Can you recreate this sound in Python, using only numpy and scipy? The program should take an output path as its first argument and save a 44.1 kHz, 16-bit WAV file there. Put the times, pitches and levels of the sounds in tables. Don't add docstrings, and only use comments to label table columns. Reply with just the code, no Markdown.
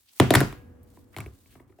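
import sys
import numpy as np
from scipy import signal
from scipy.fft import rfft, irfft
from scipy.io import wavfile

SR = 44100
rng = np.random.default_rng(int(sys.argv[2]) if len(sys.argv) > 2 else 0)


def dump_mix(stems):
    frames = np.atleast_2d(stems).T
    limited = np.clip(frames, -1, 1)
    pcm = np.round(limited * 32767).astype(np.int16)
    wavfile.write(sys.argv[1], SR, pcm)


N = 79380
TIME = np.arange(N) / SR
HZ = np.maximum(np.arange(N + 1) * SR / (2 * N), 1)
SIDES = np.array([[1], [-1]])

# start in seconds, level in dB, then thump, wooden body, crack and
# treble in dB relative to the mids, pitch of the struck spot in Hz.
KNOCKS = [(0.1997, -1, 3, 3, -1, 3.5, 3217), (0.3059, -6, -2.5, 4, 7.5, 6, 677),
          (0.3388, -1.5, -8.5, -6.5, -6.5, 2.5, 1290), (0.351, -5, 4, -8, 3, 9.5, 1850),
          (0.3542, -0.5, 6, -8, 0, 5.5, 4880), (.3700, -14.5, 7, 2, -2, -4.5, 1400),
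          (0.405, -13, 8.5, -3.5, 0, 8.5, 1420), (0.4120, -14, 2, 7, -12, 2, 1060),
          (.5262, -30.5, -7.5, -0.5, 3.5, 1, 1230)]
# start in seconds, level in dB, casing ring in dB, then thump,
# wooden body, crack and treble in dB relative to the mids, pitch of the struck spot in Hz.
TAPS = [(0.972, -49.5, -64.5, 0, 7.5, -5.5, -15, 978), (1.1647, -31, -32, 8, 1, 11.5, 10, 809),
        (1.1742, -32, -48, -4, -5, 4, 9, 886), (1.1850, -25.5, -50, 6, -5.5, -1.5, 6.5, 1080),
        (1.2038, -32.5, -33.5, -4.5, -2.5, 6.5, 13, 1100), (1.2113, -39, -45, 15, -3, -11, -10, 700),
        (1.2411, -43.5, -59, 10, -2, -13, -4, 1130), (1.2612, -40.5, -41.5, 11, 5, 2, 5.5, 410),
        (1.459, -57, -58, 5, 0, 5, -1, 1085)]


def phone_on_table(right_lag_s=.000021, pan_db=0.73):
    ringing = table_ring() + room()
    force, rattle = contacts()
    left, right = convolve(force, bending_wave()) + rattle
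    right = irfft(rfft(right, 2 * N) * np.exp(-2j * np.pi * HZ * right_lag_s))[:N]
    direct = np.array([left, right]) * from_db(pan_db * SIDES)
    return direct + convolve(force, ringing)


def contacts():
    # frequency in Hz, gain in dB.
    case_colour = [(400, -1.5), (900, 17.5), (1900, 17), (3300, 11.5), (6000, -2.5), (8000, 2.5),
                   (11000, 3.5), (14500, -3)]
    force, rattle = np.zeros(2 * N), np.zeros((2, 2 * N))
    for start_s, pulse in blows() + scuffs():
        start = int(start_s * SR)
        chatter = signal.fftconvolve(case_rattle(), pulse[None])
        force[start:start + len(pulse)] += pulse
        rattle[:, start:start + chatter.shape[1]] += chatter
    return force[:N], convolve(rattle[:, :N], click(case_colour))


def blows():
    knocks = [(start_s, from_db(db) * spot_click(*colour, ring_db=7, ring_q=5))
              for start_s, db, *colour in KNOCKS]
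    taps = [(start_s, from_db(db) * spot_click(*colour, ring_db=10, ring_q=5.9))
            for start_s, db, _, *colour in TAPS]
    return knocks + taps


def scuffs(thump_db=2, crack_db=-6, treble_db=-9.5, size=1024):
    # start in seconds, length in seconds, level in dB, wooden body in dB, spot pitch in Hz.
    strokes = [(1.552, 0.0057, -41.5, -3.5, 1050), (1.5962, 0.0077, -48, 4, 1150),
               (1.599, 0.0026, -65, 8, 345), (1.691, 0.013, -51, -1.5, 365),
               (1.722, 0.0041, -53.5, -10, 1240), (1.785, 0.0048, -51.5, 3.5, 600),
               (1.7965, .003, -51, -1, 1402)]
    pulses = []
    for start_s, length_s, db, body_db, spot_hz in strokes:
        swell = np.sin(np.pi * np.minimum(TIME[:size] / length_s, 1))
        slips = rng.standard_normal(size) * swell
        slips /= np.linalg.norm(slips)
        spot = spot_click(thump_db, body_db, crack_db, treble_db, spot_hz, ring_db=10, ring_q=2.9)
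        pulses.append((start_s, from_db(db) * signal.fftconvolve(slips, spot)))
    return pulses


def spot_click(thump_db, body_db, crack_db, treble_db, spot_hz, ring_db, ring_q):
    pulse = click([(140, thump_db), (240, body_db), (580, body_db), (1300, 0), (2200, 0),
                   (4000, crack_db), (7500, treble_db)])
    resonance = signal.lfilter(*signal.iirpeak(spot_hz, ring_q, fs=SR), pulse)
    return pulse + (from_db(ring_db) - 1) * resonance


def bending_wave():
    # frequency in Hz, gain in dB.
    colour = [(40, 17), (112, 35.5), (175, 26), (380, 36), (480, 19.5), (650, 28.5), (1050, 15.5),
              (1700, 17.5), (3200, 0), (6000, -13), (15000, -4.5)]
    phase = 2 * np.pi * np.cumsum(travel_s(HZ)[::-1])[::-1] * SR / (2 * N)
    return irfft(from_db(at_hz(colour, HZ)) * np.exp(1j * phase))[:N]


def travel_s(hz, at_1khz_s=.0018, exponent=1.0574, max_s=0.013):
    return np.minimum(at_1khz_s * (1000 / hz) ** exponent, max_s)


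def table_ring(spread_at_240hz_rad=0.34):
    # frequency in Hz, level in dB, T60 in seconds.
    table_modes = [(43.6, -41.5, 0.6), (89.2, -29, 0.5), (103.5, -23.5, 0.35), (130.43, -18, 0.35),
                   (162.5, -38.5, 0.092), (255.7, -23.5, 0.28), (320.4, -25.5, 0.085), (357.8, -25.5, 0.28),
                   (387, -27, 0.33), (576.7, -27, 0.098), (691, -31.5, 0.2)]
    phone_modes = [(755, -42.5, 0.53), (840, -42, 0.25), (916, -41, 0.35), (1033, -44.5, 0.5),
                   (1136, -36.5, 0.32), (1231, -43, 0.33), (1360, -42.5, 0.1), (1652, -46, 0.76),
                   (1817, -46.5, 0.25), (2030, -45.5, 0.53)]
    out = np.zeros((2, N))
    for k, (hz, db, t60_s) in enumerate(table_modes + phone_modes):
        age_s = np.maximum(TIME - travel_s(hz), 0)
        phase = spread_at_240hz_rad * np.sqrt(hz / 240) * (-1) ** k * SIDES
        rise = 1 - np.exp(-(2 * age_s * hz) ** 2)
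        out += rise * from_db(db - 60 * age_s / t60_s) * np.sin(2 * np.pi * hz * age_s + phase)
    return out


def case_rattle(t60_s=0.02, width=0.25, chatter_over_snap_db=6.5, size=4096):
    mid, side = rng.standard_normal((2, size)) * from_db(-60 * TIME[:size] / t60_s)
    gain = from_db(chatter_over_snap_db)
    chatter = gain * (mid + width * side * SIDES) / np.linalg.norm(mid)
    return (signal.unit_impulse(size) + chatter) / np.hypot(1, gain)


def casing_ring(lower_hz=2250, upper_hz=2637, upper_db=-5, t60_s=.022):
    out = np.zeros(N)
    for start_s, _, db, *_ in TAPS:
        age_s = np.maximum(TIME - start_s, 0)
        lower = np.sin(2 * np.pi * lower_hz * age_s)
        upper = from_db(upper_db) * np.sin(2 * np.pi * upper_hz * age_s)
        out += from_db(db - 60 * age_s / t60_s) * (lower - upper)
    return out


def sway(hz=69.2, t60_s=0.2, rise_s=0.0064):
    # start in seconds, level in dB.
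    pushes = [(1.173, -42), (1.258, -33), (1.49, -49)]
    out = np.zeros(N)
    for start_s, db in pushes:
        age_s = np.maximum(TIME - start_s, 0)
        rise = 1 - np.exp(-age_s / rise_s)
        out += rise * from_db(db - 60 * age_s / t60_s) * np.sin(2 * np.pi * hz * age_s)
    return out


def lingering_tone(hz=488, db=-49.5, t60_s=3.1, spread_rad=0.76):
    age_s = np.maximum(TIME - KNOCKS[0][0], 0)
    envelope = from_db(db - 60 * age_s / t60_s) * (1 - np.exp(-age_s * hz))
    return envelope * np.sin(2 * np.pi * hz * age_s + spread_rad * SIDES)


def rubs(edge_ratio=1.5):
    # centre in seconds, length in seconds, level in dB, hiss pitch in Hz.
    slides = [(0.094, 0.046, -64, 3520), (1.142, 0.025, -59, 1500), (1.532, 0.069, -65, 2310)]
    grain, out = friction(), 0
    for centre_s, length_s, db, hz in slides:
        swell = np.exp(-(2 * (TIME - centre_s) / length_s) ** 2)
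        hiss = butterworth(grain, [hz / edge_ratio, hz * edge_ratio], "band")
        out += from_db(db) * swell * rms_one(hiss)
    return out


def glove_ticks(t60_s=0.043):
    # start in seconds, level in dB.
    ticks = [(.831, -56.5), (1.267, -55), (1.604, -71)]
    envelope = sum((TIME >= start_s) * from_db(db - 60 * np.abs(TIME - start_s) / t60_s)
                   for start_s, db in ticks)
    flick = click([(2000, -25.5), (6500, -14), (8500, -1.5), (15000, 3.5)])
    return envelope * convolve(friction(), flick)


def rustle():
    # time in seconds, level in dB.
    envelope = [(0, -64), (.1, -65), (.18, -53), (.5, -80), (.62, -102), (.81, -86.5), (.835, -74.5),
                (.96, -64.5), (1.1, -74), (1.135, -64.5), (1.3, -70), (1.43, -64), (1.53, -62.5),
                (1.6, -69), (1.66, -86), (1.7, -71.5), (1.75, -80.5), (1.8, -69)]
    # frequency in Hz, relative spectral density in dB.
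    colour = [(300, -8), (1200, -6.5), (2500, -4), (4200, -0.5), (6000, -3), (8500, 0.5), (11000, -2),
              (15000, 0)]
    return level(envelope) * rms_one(convolve(friction(), click(colour)))


def friction(snaps_per_s=500, spread_db=3.5, snap_gain=.7, grip_hz=45, grip_db=2.2):
    sizes = from_db(spread_db * np.minimum(rng.exponential(1, (2, N)), 4))
    signs = rng.choice([-1, 1], (2, N))
    snaps = rms_one(sizes * signs * (rng.random((2, N)) < snaps_per_s / SR))
    grip = rms_one(butterworth(rng.standard_normal(N), grip_hz, "low"))
    return from_db(grip_db * grip) * widen(rng.standard_normal((2, N)) + snap_gain * snaps)


def room(rise_s=0.002):
    # frequency in Hz, gain in dB, T60 in seconds.
    tail = [(49.7, 13, .5), (117.9, 26, 0.36), (300, 26.5, 0.24), (700, 17, 0.21), (1630, 15, 0.32),
            (3540, 3.5, 0.42), (7000, -4.5, 0.24), (15600, -16, 0.54)]
    noise, out = rfft(widen(rng.standard_normal((2, N))), 2 * N), 0
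    centres_hz = np.geomspace(30, 16000, 12)
    for hz, selector in zip(centres_hz, np.eye(len(centres_hz))):
        triangle = np.interp(np.log(HZ), np.log(centres_hz), selector)
        band = irfft(noise * triangle * from_db(at_hz(tail, HZ)))[:, :N]
        age_s = np.maximum(TIME - travel_s(hz), 0)
        envelope = (1 - np.exp(-age_s / rise_s)) * from_db(-60 * age_s / at_hz(tail, hz, column=2))
        out += band * envelope / np.linalg.norm(envelope)
    return out


def rumble():
    # time in seconds, level in dB.
    envelope = [(0, -76), (.17, -79.5), (.3, -50.5), (.65, -50), (.95, -55), (1.12, -56.5), (1.35, -58.5),
                (1.43, -62.5), (1.62, -56.5), (1.8, -62)]
    # frequency in Hz, relative spectral density in dB.
    colour = [(25, -18.5), (55, -3.5), (95, 3.5), (160, -13), (250, -4), (420, -17), (700, -23.5),
              (1500, -30), (4000, -47)]
    noise = widen(rng.standard_normal((2, N)))
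    return level(envelope) * rms_one(convolve(noise, click(colour)))


def widen(pair):
    # frequency in Hz, left-right correlation.
    likeness = [(60, 0.88), (250, 0.69), (500, 0.81), (1500, .3), (5000, .1), (14000, .05)]
    mid, side = rfft(pair, 2 * N)
    alike = at_hz(likeness, HZ)
    return irfft(np.sqrt((1 + alike) / 2) * mid + np.sqrt((1 - alike) / 2) * side * SIDES)[:, :N]


def click(colour, size=4096):
    hz = np.maximum(np.fft.rfftfreq(size, 1 / SR), 1)
    cepstrum = irfft(np.log(from_db(at_hz(colour, hz))))
    causal_fold = np.r_[1, np.full(size // 2 - 1, 2), 1, np.zeros(size // 2 - 1)]
    return irfft(np.exp(rfft(cepstrum * causal_fold)))


def from_db(db):
    return 10 ** (np.asarray(db) / 20)


def at_hz(rows, hz, column=1):
    rows = np.array(rows)
    return np.interp(np.log(hz), np.log(rows[:, 0]), rows[:, column])


def level(rows):
    return from_db(np.interp(TIME, *np.transpose(rows)))


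def rms_one(x):
    return x / np.sqrt(np.mean(x ** 2) + 1e-20)


def convolve(x, response):
    return irfft(rfft(x, 2 * N) * rfft(response, 2 * N))[..., :N]


def butterworth(x, hz, kind):
    return signal.sosfilt(signal.butter(2, hz, kind, fs=SR, output="sos"), x)


def scene():
    phone = phone_on_table() + casing_ring() + sway() + lingering_tone()
    return phone + rubs() + glove_ticks() + rustle() + rumble()


def record(dry, low_cut_hz=32, ceiling=0.65, high_cut_hz=16600):
    sound = butterworth(dry, low_cut_hz, "high")
    sound = sound / (1 + (sound / ceiling) ** 4) ** (1 / 4)
    return signal.sosfilt(signal.ellip(8, .2, 70, high_cut_hz, fs=SR, output="sos"), sound)


dry = scene()
out = record(dry)
dump_mix(out)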